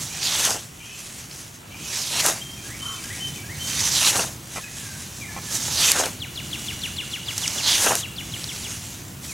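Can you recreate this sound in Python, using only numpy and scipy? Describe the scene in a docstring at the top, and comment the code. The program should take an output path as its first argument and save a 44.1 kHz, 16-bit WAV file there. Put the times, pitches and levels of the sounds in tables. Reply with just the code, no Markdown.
"""A grassy slope at the edge of a wood, the microphone close to a scythe mowing five strokes.
The blade swings in from the right, snips and tears through the stalks, heaves them into the swath
and slides back over the stubble; thick stalks snap, handle and boots knock. Farther off to the left,
birds trill, whistle and buzz, and the trees echo them. A distant rumble and faint hiss lie under it all."""
import sys
import numpy as np
from scipy import signal
from scipy.fft import rfft, irfft, next_fast_len
from scipy.io import wavfile
from scipy.ndimage import uniform_filter1d, map_coordinates

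SR = 44100
rng = np.random.default_rng(int(sys.argv[2]) if len(sys.argv) > 2 else 0)


def dump(signal):
    """Clip the signal to [-1, 1] and save it as 16-bit WAV at the path in sys.argv[1]."""
    limited = np.clip(np.atleast_2d(signal).T, -1, 1)
    pcm = np.round(limited * 32767).astype(np.int16)
    wavfile.write(sys.argv[1], SR, pcm)


N = 411453

# Spectra of the cut, close up: (frequency [Hz], level [dB])
SNIP_SPECTRUM = [(1500, -13), (4000, -23), (5300, -4), (6200, 2), (7200, 0), (8200, -2.5), (10500, -6),
                 (12500, -9), (14000, -19), (16000, -20)]
TEAR_SPECTRUM = [(300, -37), (900, -7.5), (1450, -8), (1800, -3), (2300, -2.5), (3100, -0.5), (3700, 1.5),
                 (4800, 1), (6500, -3), (12000, -93)]
SWATH_SPECTRUM = [(80, -34), (200, -6.5), (380, -3.5), (580, -1), (780, -0.5), (1000, -1.5), (1180, -5.5),
                  (1320, -3), (1650, -3.5), (2200, -14.5), (2800, -5.5), (4500, -48)]
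def mowing():
    """Close by, the edge snips and tears through the stand, then heaves the cut grass aside."""
    snip, tear, heave = stroke_gains()
    edge = stalks(SNIP_SPECTRUM, per_s=4000, scatter_db=.5, rub=.54, clump_db=.24,
                  patchy_db=1.57, side_db=-91)
    stems = stalks(TEAR_SPECTRUM, per_s=1500, scatter_db=.5, rub=1, clump_db=1.07,
                   patchy_db=2, side_db=-45)
    heap = stalks(SWATH_SPECTRUM, per_s=1200, scatter_db=1, rub=.96, clump_db=3.16,
                  patchy_db=1, side_db=-19)
    cut = amp(-1.05) * snip * edge + amp(-1.5) * (tear * stems + heave * heap)
    return swing(cut * amp(.9 * wobble(60)), width_octaves=.32)


# Strokes: (grass lands [s], blade enters [s before], bites [s before], leaves [s before],
# entry level [dB], bite level [dB], tearing relative to bite [dB], landing level [dB])
STROKES = [ (.499, .49, 0.23, .028, -35.5, -25, 0, -24.5),
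           (2.292, .35, 0.095, 0.081, -29.5, -22.5, -1, -26),
           (4.196, 0.52, 0.24, .09, -30, -19.5, -3, -23.5),
           (6.007, 0.46, 0.18, 0.093, -29, -18.5, -2.5, -22.5),
           (7.895, 0.52, 0.18, 0.051, -30.5, -20.5, -1.5, -21.5)]
# Thick tufts met by the edge: (time [s], snipping [dB], tearing [dB])
TUFTS = [(.03, -32.5, -42.5), (.265, -26, -30), (.38, -28, -33), (1.965, -34.5, -32), (2.27, -20, -31),
         (3.81, -27, -25), (3.865, -24, -23.5), (4.065, -25, -22.5), (5.545, -27.5, -50), (5.825, -22, -21),
         (5.9, -29, -26), (7.69, -24, -21.5), (7.98, -25.5, -32), (9.25, -37.5, -42), (9.305, -33.5, -41)]
def stroke_gains():
    """Snip, tear and heave gains: the tip works in, the edge bites, grass piles up, lands and scatters."""
    times, snip_db, tear_db = np.transpose(TUFTS)
    snip = bumps(times, snip_db, width_s=.018)
    tear = bumps(times, tear_db, width_s=.018)
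    heave = np.zeros(N)
    land_s, spray_s = .039, .045
    for s, enters, bites, leaves, entry_db, bite_db, torn_db, land_db in STROKES:
        entry = power(entry_db) * swell(s - enters, s - leaves, rise=97.5, fall=450, growth=-2)
        snipping_bite = power(bite_db) * swell(s - bites, s - leaves, rise=141, fall=450, growth=22)
        tearing_bite = power(bite_db + torn_db) * swell(s - bites, s - leaves, rise=141, fall=450)
        spray = power(-22) * swell(s - spray_s, s, rise=166, fall=137)
        gather = power(-8.5) * swell(s, s, rise=34.5, fall=137)
        landing = swell(s - land_s / 2, s + land_s / 2, rise=166, fall=236)
        snip += entry + snipping_bite + spray
        tear += power(-1.5) * entry + tearing_bite + power(-4.5) * spray
        heave += power(land_db) * (gather + landing)
    return np.sqrt([snip, tear, heave])


# The arc past the microphone: (time from landing [s], swish centre [Hz], lift [dB], left minus right [dB])
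SWING_ARC = [(-.625, 6800, 0, -2.6), (-.325, 6200, 2.5, -2.8), (-.225, 4000, 5.5, -2.6),
             (-.175, 3500, 4, -2.2), (-.095, 2600, 4.5, -.6), (-.04, 1450, 4, 0), (.005, 720, 3.5, 0),
             (.075, 560, 2, 0), (.275, 500, 0, -.3)]
# Scaling of that left-right difference: (frequency [Hz], factor)
PAN_FACTORS = [(500, 1.1), (2000, 0.49), (4500, 1.3), (8000, 1.1), (12000, 0.033)]
def swing(x, width_octaves):
    """As the blade arcs in from the right, its swish sinks from a hiss to a hollow whoosh."""
    hz, t, spectra = signal.stft(x, SR, nperseg=512, noverlap=384)
    since = t[:, None] - np.array(STROKES)[:, 0]
    from_landing = since[np.arange(len(t)), np.abs(since).argmin(axis=1)]
    times, *columns = np.transpose(SWING_ARC)
    centre_hz, lift_db, pan_db = [np.interp(from_landing, times, column) for column in columns]
    band = np.exp(-.5 * (np.log2((hz[:, None] + 1) / centre_hz) / width_octaves) ** 2)
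    lean_db = along(PAN_FACTORS, hz)[:, None] * pan_db
    spectra = spectra * amp(lift_db * (band - .3237)) * amp([lean_db / 2, -lean_db / 2])
    return signal.istft(spectra, SR, nperseg=512, noverlap=384)[1][:, :N]


# Thick stalks on the edge: (time [s], level [dB], pitch [Hz], 60 dB decay [s])
SNAPS = [(0.4524, -4, 6500, .004), (.506, -10, 7000, .005), (1.3118, -28, 3970, 0.023),
         (2.263, -1, 8000, 0.0072), (4.1052, -9, 6000, 0.0029), (5.8573, -5.5, 6000, 0.025),
         (5.9174, 2, 7560, .0078), (6.0584, -10, 6540, .008), (7.3792, -9.5, 6200, 0.016),
         (7.478, -5.5, 5660, 0.012), (7.8618, -4, 7000, .003), (7.954, 0.5, 8650, .002),
         (8.4413, -14, 4650, 0.018)]
# Moist stalks dull the very top of a snap: (frequency [Hz], gain [dB])
SNAP_COLOUR = [(300, 6), (1000, 3.5), (9000, -1.5), (12000, 3), (14000, -11), (16000, -14)]
def snaps():
    """A thick stalk breaks with a crack: the shorter it is, the broader its band."""
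    track, t = np.zeros(N), np.arange(SR // 25) / SR
    for s, db, hz, t60 in SNAPS:
        burst = rng.standard_normal(len(t)) * amp(-60 * t / t60) * (1 - np.exp(-t / .0001))
        resonance = signal.iirpeak(hz, Q=1 + t60 / .008, fs=SR)
        crack = signal.lfilter(*resonance, burst)
        add(track, s, amp(db) * crack / np.abs(crack).max())
    return filtered(track, lambda hz: amp(along(SNAP_COLOUR, hz)))


# The blade sliding back: (start [s], length [s], mid-swing level [dB])
BACKSWINGS = [(0.824, 0.71, -40.5), (2.53, 0.92, -37.5), (4.517, 1, -39), (6.306, 0.87, -38),
              (8.214, 0.79, -36.5)]
# Boots and blade scuffing the ground: (time [s], level [dB])
SCUFFS = [(1.375, -42.5), (3.15, -38), (4.56, -36), (4.81, -38.5), (5.02, -43), (6.63, -37.5),
          (6.95, -42.5), (7.13, -40), (8.55, -39), (8.73, -36)]
# Brushed stubble: (frequency [Hz], level [dB])
STUBBLE_SPECTRUM = [(200, -3), (500, -9.5), (1000, -10), (2000, -5), (3500, -3), (4800, -3.5), (6200, 1.5),
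                    (7300, 0), (8500, -3.5), (11000, -6.5), (14000, -16.5), (16000, -34)]
def backswing():
    """The blade's back eases onto the stubble, presses most at mid-swing and lifts; boots scuff along."""
    t = np.arange(N) / SR
    contact = bumps(*np.transpose(SCUFFS), width_s=.03)
    for s, length, db in BACKSWINGS:
        easing_db = 5.5 * np.minimum((2 * (t - s) / length - 1) ** 2, 1)
        contact += power(db - easing_db) * swell(s, s + length, rise=45, fall=45)
    gain = np.sqrt(contact) * amp(1.03 + 1.1 * wobble(22))
    return gain * stalks(STUBBLE_SPECTRUM, per_s=1500, scatter_db=0, rub=1, clump_db=.7,
                         patchy_db=1.5, side_db=-86)


# Dull knocks of handle and boots: (time [s], level [dB], change per contact [dB])
KNOCKS = [(4.56, -22.5, 1.5), (5.364, -23.5, -1)]
# The wooden handle: (frequency [Hz], bandwidth [Hz], level [dB])
HANDLE_MODES = [(830, 130, 5), (1070, 75, 6), (1300, 120, 6), (1990, 62, 2), (2330, 100, 4)]
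def knocks(gap_s=.0105, contact_t60=.036):
    """Each knock is a quick rattle of three contacts that ring a few damped wooden modes."""
    track, t = np.zeros(N), np.arange(SR // 15) / SR
    ring = sum(amp(db) * np.exp(-np.pi * width * t) * np.sin(2 * np.pi * hz * t)
               for hz, width, db in HANDLE_MODES)
    for s, db, step_db in KNOCKS:
        for k in range(3):
            contact = rng.standard_normal(len(t)) * amp(-60 * t / contact_t60)
            knock = signal.fftconvolve(ring, contact)
            add(track, s + k * gap_s, amp(db + k * step_db) * knock / np.abs(knock).max())
    return track


# One slur of the trilling bird: (time from its accent [s], pitch [Hz], level [dB])
SLUR = [(-.024, 5116, -19), (-.014, 4114, -9.5), (-.003, 3625, -13), (.003, 3404, 1), (.01, 2994, -4),
        (.023, 2725, -7), (.029, 2130, -6.5), (.033, 1806, -21.5), (.056, 1310, -20)]
def trill(start_s=6.037, slurs=18, loudest_slur=7.2, shortest_gap_s=.149, first_pause_s=.025):
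    """A falling slur repeats, fastest and loudest near mid-song; its path through trees makes it flicker."""
    track = np.zeros(N)
    times, hz, levels = np.transpose(SLUR)
    t = np.arange(times[0], times[-1], 1 / SR)
    for k in range(slurs):
        db = -21 - .06 * (k - loudest_slur) ** 2 + np.interp(t, times, levels)
        pitch = np.interp(t, times, hz) * (1 + .00896 * rng.standard_normal())
        add(track, start_s + times[0], amp(db) * np.sin(2 * np.pi * np.cumsum(pitch) / SR))
        slowing_s = .000124 * (k - (slurs - 1) / 2) ** 2
        start_s += shortest_gap_s + slowing_s + first_pause_s * (k == 0)
    return track * amp(1.8 * wobble(250))


# A warbled phrase: (offset [s], length [s], start [Hz], middle [Hz], end [Hz], level [dB])
PHRASE_NOTES = [(-.175, .06, 1550, 1660, 1600, -13), (-.112, .062, 1700, 2100, 2320, -5.5),
                (-.035, .035, 2400, 2650, 3000, -15), (-.005, .07, 3030, 3115, 3070, -1),
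                (.12, .03, 3350, 3550, 3650, -14), (.155, .04, 2650, 2370, 2320, -9)]
# Each time it is sung: (time [s], level [dB], pitch ratio)
PHRASE_REPEATS = [(2.41, -35.5, 1.025), (2.81, -29.5, .998), (3.205, -27, .992), (3.6, -29.5, 1.0)]
# Loose notes: (time [s], length [s], start [Hz], middle [Hz], end [Hz], level [dB])
WHISTLES = [(2.835, .05, 1180, 1330, 1540, -42), (4.6, .045, 1800, 1720, 1680, -42),
            (4.635, .055, 2600, 2350, 1830, -38), (4.79, .18, 1750, 1600, 1510, -42.5),
            (5.212, .045, 2440, 2260, 1970, -31.5), (5.27, .05, 1830, 1740, 1700, -37),
            (5.458, .04, 1830, 1740, 1690, -35), (9.28, .06, 2650, 2400, 1900, -33)]
def songs():
    """Among the trees one bird sings a rolling phrase four times and another whistles; both flicker."""
    track = np.zeros(N)
    for s, db, ratio in PHRASE_REPEATS:
        for offset, length, *pitches, note_db in PHRASE_NOTES:
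            add(track, s + offset, amp(db + note_db) * whistle(length, ratio * np.array(pitches)))
    for s, length, *pitches, db in WHISTLES:
        add(track, s, amp(db) * whistle(length, pitches))
    return track * amp(4.2 * wobble(90))


# Calls from deep in the wood: (time [s], length [s], start [Hz], middle [Hz], end [Hz], level [dB])
FAR_CALLS = [(0.082, 0.22, 2336, 2515, 2570, -42), (0.793, 0.17, 2360, 2520, 2670, -43.5),
             (1.705, 0.18, 2280, 2500, 2560, -42), (2.809, 0.154, 1080, 1110, 1114, -43)]
# Their partials: (pitch ratio, level [dB])
CALL_PARTIALS = [(1, 1.5), (1.16, -2.5), (1.29, -5.5)]
def far_calls():
    """Distant, raspy rising notes: a few close partials, each with its own fast flutter."""
    track = np.zeros(N)
    for ratio, partial_db in CALL_PARTIALS:
        partial = np.zeros(N)
        for s, length, *pitches, db in FAR_CALLS:
            add(partial, s, amp(db + partial_db) * whistle(length, ratio * np.array(pitches)))
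        track += partial * (.69 + .81 * wobble(300))
    return track


# What the trees return of the trill: (frequency [Hz], gain [dB])
TRILL_ECHO_COLOUR = [(1500, -5), (2450, 0), (2780, -1), (2920, 4.5), (3100, -6.5), (4000, 4), (5000, -11)]
# Reverberation of the wood: (frequency [Hz], 60 dB decay [s])
WOOD_DECAY = [(300, .5), (1500, .75), (3000, .9), (6000, .4), (12000, .2)]
def wood_echo(slurs, notes, calls):
    """The trees scatter the birdsong into a soft, diffuse stereo tail."""
    far_slurs = filtered(slurs, lambda hz: amp(along(TRILL_ECHO_COLOUR, hz)))
    birdsong = amp(-11) * far_slurs + amp(-8.5) * notes + amp(-6) * calls
    echo, hop = np.zeros((2, N)), SR // 4
    for start in range(0, N - 2 * hop, hop):
        hz, t, noise = signal.stft(rng.standard_normal((2, SR)), SR, nperseg=256)
        envelope = amp(-60 * t / along(WOOD_DECAY, hz)[:, None]) * (1 - np.exp(-t / .01))
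        mid, side = signal.istft(noise * envelope, SR, nperseg=256)[1]
        tails = spread(mid, side, side_db=-13) / np.linalg.norm(mid)
        piece = birdsong[start:start + 2 * hop] * np.sqrt(np.hanning(2 * hop))
        for channel, tail in zip(echo, tails):
            add(channel, start / SR, signal.fftconvolve(piece, tail))
    return echo


# Ambience of the slope: (frequency [Hz], level [dB])
RUMBLE_SPECTRUM = [(20, -38), (30, -35), (40, -24), (58, -6), (85, -2), (125, 1), (170, -3.5), (240, -8),
                   (340, -11), (480, -21.5), (900, -22), (2000, -28.5)]
AIR_SPECTRUM = [(30, -6), (200, 7.5), (900, 4), (2000, 3), (3000, 3), (4500, -22.5), (6500, -19),
                (9000, -50), (13000, -72), (16000, -5.5)]
# The rumble's rise and fall: (time [s], level [dB])
RUMBLE_LEVELS = [(0.0, -35.5), (0.07, -42.5), (0.36, -41), (0.72, -47), (3.9, -36.5), (4.65, -42.5),
                 (5.53, -38), (9.33, -39.5)]
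def outdoors():
    """A distant rumble and a faint, even hiss of air and leaves, widest in the midrange."""
    mid, side = coloured(rng.standard_normal((2, N)), RUMBLE_SPECTRUM)
    rumble = spread(mid, side, side_db=-29.5) * amp([[-.3], [.3]])
    rumble_db = np.interp(np.arange(N) / SR, *np.transpose(RUMBLE_LEVELS))
    mid, side = coloured(rng.standard_normal((2, N)), AIR_SPECTRUM)
    side = filtered(side, lambda hz: hz / (hz + 150) / (1 + (hz / 4500) ** 2))
    air = spread(mid, side, side_db=3)
    return amp(rumble_db + .6 + .82 * wobble(6.3)) * rumble + amp(-51) * air


def stalks(spectrum, per_s, scatter_db, rub, clump_db, patchy_db, side_db):
    """Many stalks crack at random, in tufts, over the smooth rub of leaves."""
    sizes = amp(scatter_db * np.minimum(rng.standard_normal((2, N)), 2))
    cracks = (rng.random((2, N)) < per_s / SR) * rng.choice([-1, 1], (2, N)) * sizes
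    tufts = amp(clump_db * (wobble(45) + wobble(260)))
    rustle = (unit(cracks) + rub * rng.standard_normal((2, N))) * tufts
    mid, side = coloured(patchy(rustle, patchy_db), spectrum)
    return spread(mid, side, side_db)


def patchy(x, depth_db):
    """Every tuft has its own colour: random gains about 600 Hz wide and 50 ms long."""
    spectra = signal.stft(x, nperseg=512)[2]
    patches = uniform_filter1d(rng.standard_normal(spectra.shape[1:]), size=7, axis=0)
    patches = uniform_filter1d(patches, size=9, axis=1)
    return signal.istft(spectra * amp(depth_db * unit(patches)), nperseg=512)[1][:, :N]


def whistle(length_s, pitches_hz):
    """A pure note bending through three pitches, with soft ends."""
    progress = np.linspace(0, 1, int(length_s * SR))
    hz = np.polyval(np.polyfit([0, .5, 1], pitches_hz, 2), progress)
    return np.sin(2 * np.pi * np.cumsum(hz) / SR) * np.abs(np.sin(np.pi * progress)) ** .18


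def swell(start, end, rise, fall, growth=0):
    """Power over time: a rise to start, a sloping hold (1 at its middle), a fall after end; all in dB/s."""
    t = np.arange(N) / SR
    held = np.clip(t, start, end)
    hold_db = growth * (held - (start + end) / 2)
    db = hold_db - rise * np.maximum(held - t, 0) - fall * np.maximum(t - held, 0)
    return power(np.maximum(db, -120))


def bumps(times, levels_db, width_s):
    """Power over time of brief, bell-shaped swells."""
    total, t = np.zeros(N), np.arange(N) / SR
    for s, db in zip(times, levels_db):
        near = np.abs(t - s) < 10 * width_s
        total[near] += power(db) * np.exp(-.5 * ((t[near] - s) / width_s) ** 2)
    return total


def amp(db):
    """Decibels to gain."""
    return 10 ** (np.asarray(db) / 20)


def power(db):
    """Decibels to power."""
    return amp(db) ** 2


def unit(x):
    """Scale to rms 1."""
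    return x / np.sqrt(np.mean(x ** 2) + 1e-20)


def along(points, hz):
    """(Hz, value) points read on a log axis."""
    frequencies, values = np.transpose(points)
    return np.interp(np.log(hz + 1), np.log(frequencies + 1), values)


def wobble(rate):
    """A smooth random curve, rate knots a second."""
    knots = rng.standard_normal(int(N * rate / SR) + 4)
    return map_coordinates(knots, [np.arange(N) * rate / SR])


def filtered(x, response):
    """x through a frequency response."""
    size = next_fast_len(N + SR // 2)
    return irfft(rfft(x, size) * response(np.fft.rfftfreq(size, 1 / SR)), size)[..., :N]


def coloured(x, spectrum):
    """x shaped by a spectrum, at rms 1."""
    return unit(filtered(x, lambda hz: amp(along(spectrum, hz))))


def add(track, s, sound):
    """Mix a sound into a track at time s."""
    start = max(round(s * SR), 0)
    part = track[start:start + len(sound)]
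    part += sound[:len(part)]


def spread(mid, side, side_db):
    """Left and right from a centre and a side signal."""
    return mid + amp(side_db) * np.array([side, -side])


def scene():
    """The scythe close to the microphone, the birds off to the left among the trees."""
    scythe = mowing() + snaps() + (backswing() + knocks()) * amp([[-.4], [.4]])
    slurs, notes, calls = trill(), songs(), far_calls()
    birds = (amp(-2) * slurs + amp(-3.5) * notes + amp(-2) * calls) * amp([[1.3], [-1.3]])
    return scythe + birds + wood_echo(slurs, notes, calls) + outdoors()


def record(dry):
    """A soft limiter rounds off the sharpest snaps, and nothing above 15.9 kHz is kept."""
    ceiling, top_hz = .85, 15900
    rounded = dry / (1 + np.abs(dry / ceiling) ** 6) ** (1 / 6)
    return filtered(rounded, lambda hz: hz < top_hz)


dry = scene()
out = record(dry)
dump(out)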